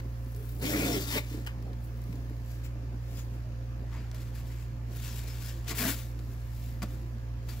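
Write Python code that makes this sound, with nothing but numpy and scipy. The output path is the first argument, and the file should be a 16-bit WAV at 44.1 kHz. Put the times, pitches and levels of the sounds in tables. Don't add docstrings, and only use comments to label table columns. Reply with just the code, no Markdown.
import sys
import numpy as np
from scipy import signal
from scipy.fft import rfft, irfft, next_fast_len
from scipy.io import wavfile
from scipy.ndimage import uniform_filter1d, map_coordinates

SR = 44100
rng = np.random.default_rng(int(sys.argv[2]) if len(sys.argv) > 2 else 0)


def gain_from_db(level_db):
    decades = np.asarray(level_db, float) / 20
    return 10 ** decades


def waveform_to_disk(signal):
    frames = np.transpose(np.atleast_2d(signal))
    scaled = np.clip(frames, -1, 1) * 32767
    samples = np.round(scaled).astype(np.int16)
    wavfile.write(sys.argv[1], SR, samples)


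N = 335160

# (frequency [Hz], likeness [0 to 1])
SNOW_LIKENESS = [(130, .99), (300, .97), (700, .75), (2000, .72), (5000, .6), (15000, .3)]
# (frequency [Hz], left minus right [dB])
SNOW_TILT = [(60, -6), (180, -1), (550, -1), (1650, 2), (4970, 7), (15000, 9)]
# (time [s], lead [samples])
LEFT_LEAD = [
    (0, 9),
    (2, 9),
    (4, 1),
    (7.6, 1),
]


def shovel():
    near = friction() + singing() + thuds()
    echo = gain_from_db(-15) * yard(near)
    left, right = ports(near + echo, SNOW_LIKENESS, SNOW_TILT)
    lead = np.round(curves(LEFT_LEAD)[0]).astype(int)
    return np.array([left, right[np.maximum(np.arange(N) - lead, 0)]])


# (frequency [Hz], level per Hz [dB])
CRACKLE_TONE = [(1500, -18), (2600, -0.5), (3000, -1), (4400, -0.5), (6200, -1.5), (7600, 4), (8600, -15),
                (9500, -10.5)]
# (frequency [Hz], width [Hz], level [dB])
EDGE_MODES = [(2750, 250, -15), (3550, 44, 14.5), (3940, 1900, -0.5), (5210, 420, 12), (5780, 1200, 0),
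              (7380, 38, -1)]
# (frequency [Hz], level per Hz [dB])
SHARD_TONE = [(300, -32), (700, 16), (1200, -14), (5000, 10), (8000, -2), (9000, -18), (12000, -20),
              (16000, -12)]
# (frequency [Hz], level per Hz [dB])
POWDER_TONE = [(6500, -29), (8200, -7.5), (9000, -10), (10500, -3), (12300, -0.5), (14000, -2), (15900, 3),
               (17000, 0)]
# (frequency [Hz], width [Hz], level [dB])
RASP_MODES = [(900, 114, 0), (1148, 104, 0.5), (1364, 110, 3), (1710, 500, 3.5), (2240, 1000, -1)]
# (frequency [Hz], width [Hz], level [dB])
EARLY_BOOM_MODES = [(181, 119, -6.5), (291, 66, -2.5), (412, 49, -8.5), (573, 84, -12.5), (712, 100, -17)]
# (frequency [Hz], width [Hz], level [dB])
LATE_BOOM_MODES = [(145, 29, -7), (250, 22, -3.5), (352, 55, -11.5), (439, 100, -14.5), (682, 72, -17.5)]


def friction():
    sliding, fine, scraping, load = motion()
    spray, crack, puff = breaks()
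    spray = gain_from_db(-10) * spray

    stutter = gain_from_db(.8 * np.tanh(wobble(30)))
    clumps = gain_from_db(2.2 * np.tanh(wobble(250)))
    grains = stutter * clumps * patchy(patchy_db=1.5)

    crunch = shaped(grains, lambda hz: tone(CRACKLE_TONE)(hz) * (1 + resonances(EDGE_MODES)(hz)))
    crunch = crunch * (sliding + .5 * spray)
    shards = shaped(rng.standard_normal((2, N)), tone(SHARD_TONE))
    shards = gain_from_db(-2) * (spray + gain_from_db(-9.5) * crack) * shards
    powder = shaped(grains, tone(POWDER_TONE)) * (gain_from_db(5) * fine + gain_from_db(-10) * puff)
    rasp = shaped(grains, resonances(RASP_MODES)) * (scraping + gain_from_db(.5) * crack)

    push = stutter * gain_from_db(1.5 * np.tanh(wobble(45))) * rng.standard_normal((2, N))
    late = np.clip(np.arange(N) / SR - 3.5, 0, 1)
    early_boom = shaped(push, resonances(EARLY_BOOM_MODES))
    late_boom = shaped(push, resonances(LATE_BOOM_MODES))
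    boom = (1 - late) * early_boom + late * late_boom
    return crunch + powder + rasp + shards + load * boom


# (time [s], sliding of the edge [dB], load on the blade over sliding [dB])
DEEP_STROKES = [
    [(0.59, -74, 12), (0.608, -66, 19), (0.626, -47.5, 11.5), (0.652, -42.5, 6.5), (0.67, -42, 5.5),
     (0.772, -43, 11), (0.956, -41, 7.5), (1.06, -47.5, 0.5)],
    [(1.06, -47, -3), (1.084, -45.5, -3.5), (1.112, -40.5, -4.5), (1.156, -41, 2.5), (1.182, -38, 5.5),
     (1.222, -72, -3), (1.25, -66, 12)],
    [(5.65, -71, 3), (5.664, -61, 9), (5.684, -44, -8), (5.716, -39.5, 1), (5.744, -59, 18),
     (5.75, -50, -6)],
    [(5.75, -48, 2), (5.786, -39.5, -5), (5.82, -40.5, 4.5), (5.896, -38.5, -1), (5.942, -46.5, -1.5),
     (5.954, -54, -5), (5.996, -51.5, -5), (6.13, -77.5, 1)],
]
# (time [s], sliding of the edge [dB], load on the blade over sliding [dB])
LIGHT_DRAGS = [
    [(4.86, -77, -6), (4.93, -60, -5), (4.96, -60.5, -6), (5.05, -50, -10), (5.14, -54.5, -6),
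     (5.188, -51, -10), (5.23, -57, -6)],
    [(5.23, -54.5, -4), (5.264, -59.5, -6), (5.276, -53.5, -3), (5.378, -56.5, -4), (5.494, -51, -9),
     (5.556, -61.5, -2), (5.638, -66.5, -12), (5.65, -58, -6)],
]
# (fine powder thrown [dB], rasp in the blade [dB])
STROKE_TINTS = [
    (-5.5, -7),
    (-4.5, -1),
    (-8, -2.5),
    (-0.5, -2),
    (-5, 1.5),
    (-5.5, -0.5),
]
# (time of peak [s], rise [s], fall [s], level [dB], fineness [dB])
BOOT_TREADS = [(0, 0.0085, 0.0085, -53, -14.5), (.5, 0.75, 0.74, -66, 9), (1.33, 0.24, 0.21, -55, -1.5),
               (1.845, 0.06, .1, -79, 16), (2.12, 0.5, 0.49, -69, 4), (2.52, 0.17, 0.16, -61.5, 1.5),
               (2.655, 0.035, 0.035, -55, -3), (3.19, 0.19, 0.098, -56.5, 1), (3.34, 0.083, .2, -69, -1),
               (3.94, 0.082, 0.24, -61, -9), (4.16, 0.032, 0.14, -63, -4), (4.22, 0.069, 0.098, -62.5, 0),
               (4.28, .05, 0.06, -69, -3), (4.36, 0.037, .07, -58, 0), (4.395, 0.055, 0.095, -63.5, -2),
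               (4.47, .03, 0.071, -69, 5), (4.52, 0.082, 0.055, -60.5, -3), (4.61, 0.12, .12, -61.5, 0),
               (4.96, 0.026, 0.11, -71, 9), (5.18, 0.063, .05, -66, 8), (5.435, 0.037, 0.058, -68, 10),
               (6.33, 1, 0.21, -68.5, 2), (1.489, 0.025, 0.039, -77, -30), (6.64, 0.37, 0.28, -60.5, 3.5),
               (6.831, 0.0084, 0.04, -56.5, -7), (6.9, 0.053, 0.33, -64, 2),
               (7.497, 0.033, 0.12, -52.5, -1), (7.6, 0.15, .1, -64.5, 6)]
# (time of peak [s], rise [s], fall [s], level [dB])
SNOW_SLUMPS = [(.06, 0.047, 0.034, -49), (.57, 0.11, .1, -49.5), (1.385, 0.03, 0.1, -48),
               (1.52, .08, .15, -68), (1.69, 0.18, 0.093, -47), (2.152, 0.39, 0.49, -53),
               (2.76, 0.043, .05, -60), (2.95, 0.07, 0.046, -48), (3.36, 0.12, 0.21, -53.5),
               (3.84, .08, 0.16, -50), (4.02, 0.15, 0.023, -47.5), (4.16, .08, 0.11, -53),
               (4.9, 0.055, 0.23, -52), (6.34, 0.22, 0.085, -70), (6.58, 0.039, 0.1, -60),
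               (6.836, 0.018, 0.04, -47), (7.15, 0.097, .1, -70), (7.5, .06, 0.18, -58)]


def motion():
    gains = np.zeros((4, N))
    t = np.arange(N) / SR
    for rows, (powder_db, rasp_db) in zip(DEEP_STROKES + LIGHT_DRAGS, STROKE_TINTS):
        slide_db, load_db = curves(rows)
        during = (t >= rows[0][0]) & (t < rows[-1][0])
        extra_db = np.array([0 * t, powder_db + 0 * t, rasp_db + .67 * load_db, load_db - 2])
        gains += during * gain_from_db(slide_db + extra_db)
    for *shape, fine_db in BOOT_TREADS:
        gains[:3] += swell(*shape) * gain_from_db([[0], [fine_db - 3.5], [-2 - fine_db]])
    settling = gain_from_db(-65.5 + 5.5 * wobble(15))
    gains[3] += sum(swell(*row) for row in SNOW_SLUMPS) + settling
    return uniform_filter1d(gains, size=200)


def swell(s, rise, fall, db):
    t = np.arange(N) / SR - s
    slope_db = 22
    return gain_from_db(db - slope_db * np.where(t < 0, -t / rise, t / fall))


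# (time [s], peak level [dB], dull part [dB])
CRUST_BREAKS = [
    (0.6155, -48, -16),
    (1.463, -33, -5.5),
    (2.6409, -45, -27),
    (4.143, -37.5, -15),
    (4.6094, -56, -13),
    (5.678, -31, -9),
    (5.7089, -33, -18),
    (6.819, -34.5, -2),
    (6.826, -29.5, -24),
    (7.4855, -44, -12),
]
# (time [s], peak level [dB], dull part [dB], powder [dB])
CRYSTAL_SNAPS = [(0.32, -52, -14, 10), (0.3475, -43, -20, -2), (0.362, -44, -19, 11),
                 (0.4234, -48, -13, -2), (0.4903, -46, -14, 0), (1.471, -40, 7, 0), (1.624, -44, -6, 3),
                 (1.732, -47, 0, -5), (1.8286, -52, -20, 6), (1.8454, -54, -15, 7), (1.9709, -52, -15, 7),
                 (2.0168, -46, -14, 5), (2.0383, -45, -19, 5), (2.0955, -53, -12, 3),
                 (2.1265, -45.5, 2, -3), (2.155, -44, -15, -6), (2.2954, -50, 2, 4), (2.3624, -56, -15, 6),
                 (3.1805, -39, -19, -8), (3.193, -44, -14, -8), (3.3094, -54, -6, -3),
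                 (3.6549, -60, -15, 3), (4.1145, -40, -14, -3), (4.2017, -49, -15, 3),
                 (4.3499, -46, -15, 9), (4.626, -56, -15, 3), (4.9562, -49, -15, -3), (4.968, -38, -17, 7),
                 (4.9991, -39, -15, -3), (5.1533, -45, -18, -3), (5.274, -44, -15, -3),
                 (5.3822, -42, -15, -3), (5.4206, -38, -15, -3), (5.461, -41, -20, -1),
                 (6.19, -39, -14, -11), (6.8285, -38, -12, -3), (7.427, -49, -11, -3)]


def breaks():
    t = np.arange(SR // 4) / SR
    out = np.zeros((3, N + SR))
    slabs = [(*row, 0, .041) for row in CRUST_BREAKS]
    crystals = [(*row, .019) for row in CRYSTAL_SNAPS]
    for s, db, dull_db, fine_db, t60 in slabs + crystals:
        burst = gain_from_db(db - 60 * t / t60) * (1 - np.exp(-11 * t / t60))
        out[:, round(s * SR):][:, :len(t)] += burst * gain_from_db([[0], [dull_db], [fine_db]])
    return out[:, :N]


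# (time [s], length [s], pitch [Hz], level [dB])
BLADE_GROANS = [(0.34, 0.12, 416, -55.5), (.62, 0.064, 275, -37), (.67, 0.067, 290, -38),
                (0.736, .045, 293, -35), (.785, 0.032, 286, -33), (.825, 0.083, 286, -37.5),
                (0.88, 0.051, 300, -35.5), (0.938, 0.051, 295, -40), (1.059, 0.054, 300, -47.5),
                (.68, 0.098, 550, -44.5), (.625, .05, 541, -49), (0.76, 0.069, 200, -41),
                (.8, 0.043, 440, -41), (.79, 0.047, 570, -44), (0.866, 0.076, 670, -44),
                (.88, 0.054, 470, -40.5), (0.93, 0.068, 401, -37), (1.144, 0.038, 420, -39.5),
                (1.15, 0.049, 585, -41.5), (1.152, 0.054, 1000, -50.5), (3.917, 0.025, 1200, -61),
                (3.935, 0.05, 1040, -57), (3.965, 0.043, 618, -64), (1.515, 0.086, 930, -62.5),
                (1.653, 0.05, 744, -59), (5.798, 0.037, 267, -47), (5.845, 0.03, 243, -34),
                (5.875, 0.041, 250, -37.5), (5.901, .025, 370, -46), (5.815, .02, 660, -47),
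                (5.847, 0.031, 660, -43), (5.7, .02, 294, -47), (6.815, 0.037, 710, -55),
                (6.883, 0.049, 270, -52.5), (7.013, 0.063, 331, -53.5), (7.128, 0.061, 231, -52),
                (6.832, 0.017, 595, -48), (5.5, 0.15, 330, -58.5), (3.43, .09, 615, -62),
                (2.06, 0.11, 410, -59.5)]
# (time [s], length [s], pitch [Hz], level [dB])
BLADE_SONGS = [(0.63, 0.076, 2250, -45), (0.732, 0.02, 2270, -40), (0.75, 0.14, 2327, -42),
               (0.72, 0.06, 1950, -42), (0.65, 0.048, 3250, -48), (0.851, 0.059, 3550, -47),
               (0.823, 0.034, 4150, -50), (0.866, 0.026, 4760, -56), (0.914, 0.053, 5430, -45),
               (0.935, 0.056, 3250, -46), (1, 0.06, 4650, -51), (0.92, 0.064, 2070, -45.5),
               (.73, .03, 1373, -46), (1.07, .06, 3680, -51), (1.093, 0.076, 5380, -53),
               (1.132, 0.036, 3140, -44), (1.1, 0.081, 1956, -46.5), (1.169, 0.026, 2260, -35.5),
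               (1.165, 0.043, 3670, -49), (1.463, 0.023, 3000, -49.5), (1.465, .03, 1940, -56),
               (2.636, 0.031, 7180, -66), (3.142, .06, 5130, -64), (3.168, 0.066, 6800, -61),
               (4.498, 0.034, 2100, -66), (4.56, .05, 2300, -68), (5.073, 0.035, 1660, -64),
               (5.09, .02, 5500, -59), (5.07, 0.037, 6800, -62), (5.224, 0.12, 2300, -61),
               (5.27, 0.071, 5200, -59), (5.413, 0.12, 5200, -60), (5.462, 0.059, 1730, -58.5),
               (5.488, 0.032, 2870, -61), (5.598, 0.018, 1780, -63), (5.698, 0.026, 2200, -48),
               (5.809, 0.037, 1600, -50), (5.851, 0.025, 1960, -44), (5.88, 0.031, 1563, -43),
               (6.819, 0.028, 1188, -49), (3.925, 0.042, 1750, -64), (3.962, 0.054, 2350, -66),
               (3.97, .04, 4800, -67), (6.818, .016, 2100, -57), (5.83, 0.0406, 1500, -47),
               (8.1, .015, 1350, -59), (7.486, .03, 4600, -59), (5.17, .03, 7200, -62),
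               (5.42, .04, 1620, -63)]


def singing():
    out = np.zeros((2, N + SR))
    for s, length, hz, db in BLADE_GROANS + BLADE_SONGS:
        t = np.arange(round(length * SR)) / SR
        hold_s, steady = (.002, .35) if hz > 900 else (6 / hz + .0002, .7)
        hold = round(hold_s * SR)
        noise = rng.standard_normal((2, 2, SR // 4))
        smooth = uniform_filter1d(uniform_filter1d(noise, size=hold), size=hold)
        a, b = smooth[..., 2000:2000 + len(t)]
        drift = a + 1j * b
        note = np.real(drift / np.abs(drift) ** steady * np.exp(2j * np.pi * hz * t))
        fade = np.sqrt(np.sin(np.pi * t / length))
        start = round(s * SR)
        out[:, start:start + len(t)] += gain_from_db(db + 2.5) * fade * unit(note)
    return out[:, :N]


# (time [s], peak level [dB], pitch [Hz])
SOFT_THUDS = [(0.053, -42.5, 267), (0.262, -40.5, 250), (1.312, -39, 295), (1.342, -32.5, 298),
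              (1.372, -39.5, 326), (1.642, -44, 184), (1.675, -47, 370), (1.7, -48, 287), (1.759, -49, 210),
              (2.093, -34.5, 172), (2.139, -40, 269), (2.173, -40, 250), (2.307, -40.5, 295),
              (2.831, -40.5, 273), (2.939, -41, 244), (3.319, -45.5, 245), (3.819, -42.5, 259),
              (3.995, -69, 180), (6.819, -37.5, 190), (6.831, -32, 219), (6.937, -44, 234),
              (7.051, -53, 291)]


def thuds():
    out = np.zeros(N + SR)
    t = np.arange(SR // 6) / SR
    for s, db, hz in SOFT_THUDS:
        shape = gain_from_db(db + 4.5 - 60 * t / .061) * (1 - np.exp(-t / .0024))
        wave = np.sin(2 * np.pi * hz * t) + .35 * np.sin(2 * np.pi * 1.445 * hz * t)
        out[round(s * SR):][:len(t)] += shape * wave
    return out[:N] * [[1.4], [.1]]


# (time [s], peak level [dB], pitch [Hz], left minus right [dB])
ICE_TICKS = [(0.2488, -50, 10500, 10), (0.2628, -50, 6500, 3), (0.3479, -44, 6800, 2.5),
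             (0.3635, -44, 11900, 7), (1.4494, -49, 6300, 5), (1.4714, -36.5, 9000, 11),
             (1.479, -40, 8000, 8), (1.7322, -46, 4000, 7), (1.8429, -49, 10900, 7),
             (1.9724, -52, 10000, 3), (2.0187, -48, 11200, 9), (2.0397, -47, 12500, 12),
             (2.0797, -53, 9700, 7), (2.127, -50, 5500, 6), (2.1568, -50, 7200, 9),
             (4.115, -36.5, 5700, -2), (5.4621, -35, 10900, 6), (5.7095, -30, 9000, 7),
             (5.862, -28, 5000, 6), (5.9, -29, 11000, 8), (6.1914, -48, 5200, 2), (6.1998, -51, 7300, 9),
             (6.8206, -35, 4900, 2), (6.8284, -35.5, 8500, 12), (7.491, -50, 8500, 7)]


def ticks():
    out = np.zeros((2, N + SR))
    t = np.arange(SR // 100) / SR
    for s, db, hz, pan_db in ICE_TICKS:
        wave = np.sin(2 * np.pi * hz * t)
        wave = wave + .35 * np.sin(2 * np.pi * 1.28 * hz * t)
        wave = wave + .52 * np.sin(2 * np.pi * .71 * hz * t)
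        click = np.exp(-t / (.0003 + .24 / hz)) * wave
        start = round(s * SR)
        out[:, start:start + len(t)] += gain_from_db(db + pan_db * np.array([[.5], [-.5]])) * click
    return out[:, :N]


# (frequency [Hz], time to fall 60 dB [s])
YARD_FALL = [(200, 0.19), (2000, 0.23), (10000, 0.17)]


def yard(x):
    hz, t, z = signal.stft(rng.standard_normal((2, SR // 2)), SR, nperseg=256)
    fall = gain_from_db(-60 * t / along(YARD_FALL, hz)[:, None])
    tail = signal.istft(z * fall, SR, nperseg=256)[1]
    delayed = np.pad(x, ((0, 0), (700, 0)))
    return signal.fftconvolve(delayed, tail / np.linalg.norm(tail[0]), axes=1)[:, :N]


# (time [s], firings a second [Hz])
FIRING_RATE = [(0, 58.84), (2.2, 58.84), (3.6, 58.76), (5.3, 58.7), (6.5, 58.74), (7.6, 58.55)]
# (multiple of firing rate, level [dB], phase [rad], left lead [rad])
HUM_ORDERS = [(1, -38.9, 0, .28), (2, -39.9, 2.2, .126)]
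# (multiple of firing rate, level [dB], phase [rad], left lead [rad])
WHINE_ORDERS = [(3.963, -60, 3.5, 0.58), (8.97, -64, -0.5, 1.1), (11.93, -70, 2, 1.7), (14.9, -74, 0, 1.95),
                (17.01, -71.5, 0.06, 1.88), (20.25, -75.5, 0, 2), (28, -76, 1.3, 2),
                (29.9, -71.5, 2.5, 2.02)]
# (frequency [Hz], level per Hz [dB])
RUMBLE_TONE = [(20, -43), (33, 1), (48, 5), (75, 6.5), (100, 2.5), (140, -14), (190, -6), (300, -45)]
# (frequency [Hz], level per Hz [dB])
AIR_TONE = [(82, -29.5), (140, -12), (185, -28.5), (280, -18), (468, -28), (528, -28), (769, -32),
            (1770, -35.5), (2700, -39.5), (3500, -45), (4850, -43), (7200, -48), (8440, -61.5),
            (11600, -52.5), (15900, -53)]
# (frequency [Hz], likeness [0 to 1])
AIR_LIKENESS = [(60, .99), (130, .99), (290, .88), (640, .42), (1400, 0), (15000, 0)]
# (frequency [Hz], left minus right [dB])
AIR_TILT = [(60, 2.5), (180, -2), (550, -0.5), (1650, -0.5), (4970, 1), (15000, 3.5)]


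def engine():
    turn = 2 * np.pi * np.cumsum(curves(FIRING_RATE)[0]) / SR - 1.9
    side = np.array([[.5], [-.5]])

    def order(k, db, phase, lead, loose_db):
        level = gain_from_db(db + 3 + loose_db * wobble(11))
        return level * np.cos(k * turn + phase + lead * side + loose_db * .22 * wobble(11))

    hum = sum(order(*row, loose_db=.4) for row in HUM_ORDERS) * gain_from_db([[-1.1], [.9]])
    whine = sum(order(*row, loose_db=2.5) for row in WHINE_ORDERS)
    puff = 1 + .1 * np.cos(turn + .3)
    noise = puff * patchy(patchy_db=1.5)
    rumble = gain_from_db(-52) * shaped(noise, tone(RUMBLE_TONE))
    air = gain_from_db(-52.5 + .074 * wobble(3.14)) * shaped(noise, tone(AIR_TONE))
    return hum + whine + ports(rumble + air, AIR_LIKENESS, AIR_TILT)


def ports(pair, alike, pan):
    def mix(hz):
        angle = np.arccos(np.clip(along(alike, hz), -1, 1)) / 2
        return np.array([np.cos(angle), np.sin(angle)])

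    mid, side = filtered(pair, mix)
    both = np.array([mid + side, mid - side])
    return filtered(both, lambda hz: gain_from_db(along(pan, hz) * np.array([[.5], [-.5]])))


def patchy(patchy_db):
    z = signal.stft(rng.standard_normal((2, N)), nperseg=512)[2]
    field = uniform_filter1d(rng.standard_normal(z.shape[1:]), size=3, axis=0)
    field = uniform_filter1d(field, size=9, axis=1)
    return signal.istft(z * gain_from_db(patchy_db * unit(field)), nperseg=512)[1][:, :N]


def resonances(modes):
    def response(f):
        total = 0
        for k, (centre, width, db) in enumerate(modes):
            ring = 1j * f * width / (centre * centre - f * f + 1j * f * width)
            total = total + (-1) ** k * gain_from_db(db) * ring
        return total
    return response


def tone(points):
    return lambda hz: gain_from_db(along(points, hz))


def shaped(x, response):
    return unit(filtered(x, response))


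def filtered(x, response):
    m = next_fast_len(N + SR // 2)
    return irfft(rfft(x, m) * response(np.fft.rfftfreq(m, 1 / SR)), m)[..., :N]


def wobble(rate):
    knots = rng.standard_normal(int(N * rate / SR) + 4)
    return map_coordinates(knots, [np.arange(N) * rate / SR])


def curves(rows):
    s, *cols = np.transpose(rows)
    return [np.interp(np.arange(N) / SR, s, c) for c in cols]


def along(points, hz):
    f, v = np.transpose(points)
    return np.interp(np.log(hz + 1), np.log(f + 1), v)


def unit(x):
    return x / np.sqrt(np.mean(x ** 2) + 1e-20)


def scene():
    return shovel() + ticks() + engine()


def low_pass(x):
    return signal.sosfilt(signal.butter(12, 15750, fs=SR, output="sos"), x)


def record(dry):
    mix = filtered(dry, lambda hz: hz < 15750) - .0003
    return low_pass(mix)


dry = scene()
out = record(dry)
waveform_to_disk(out)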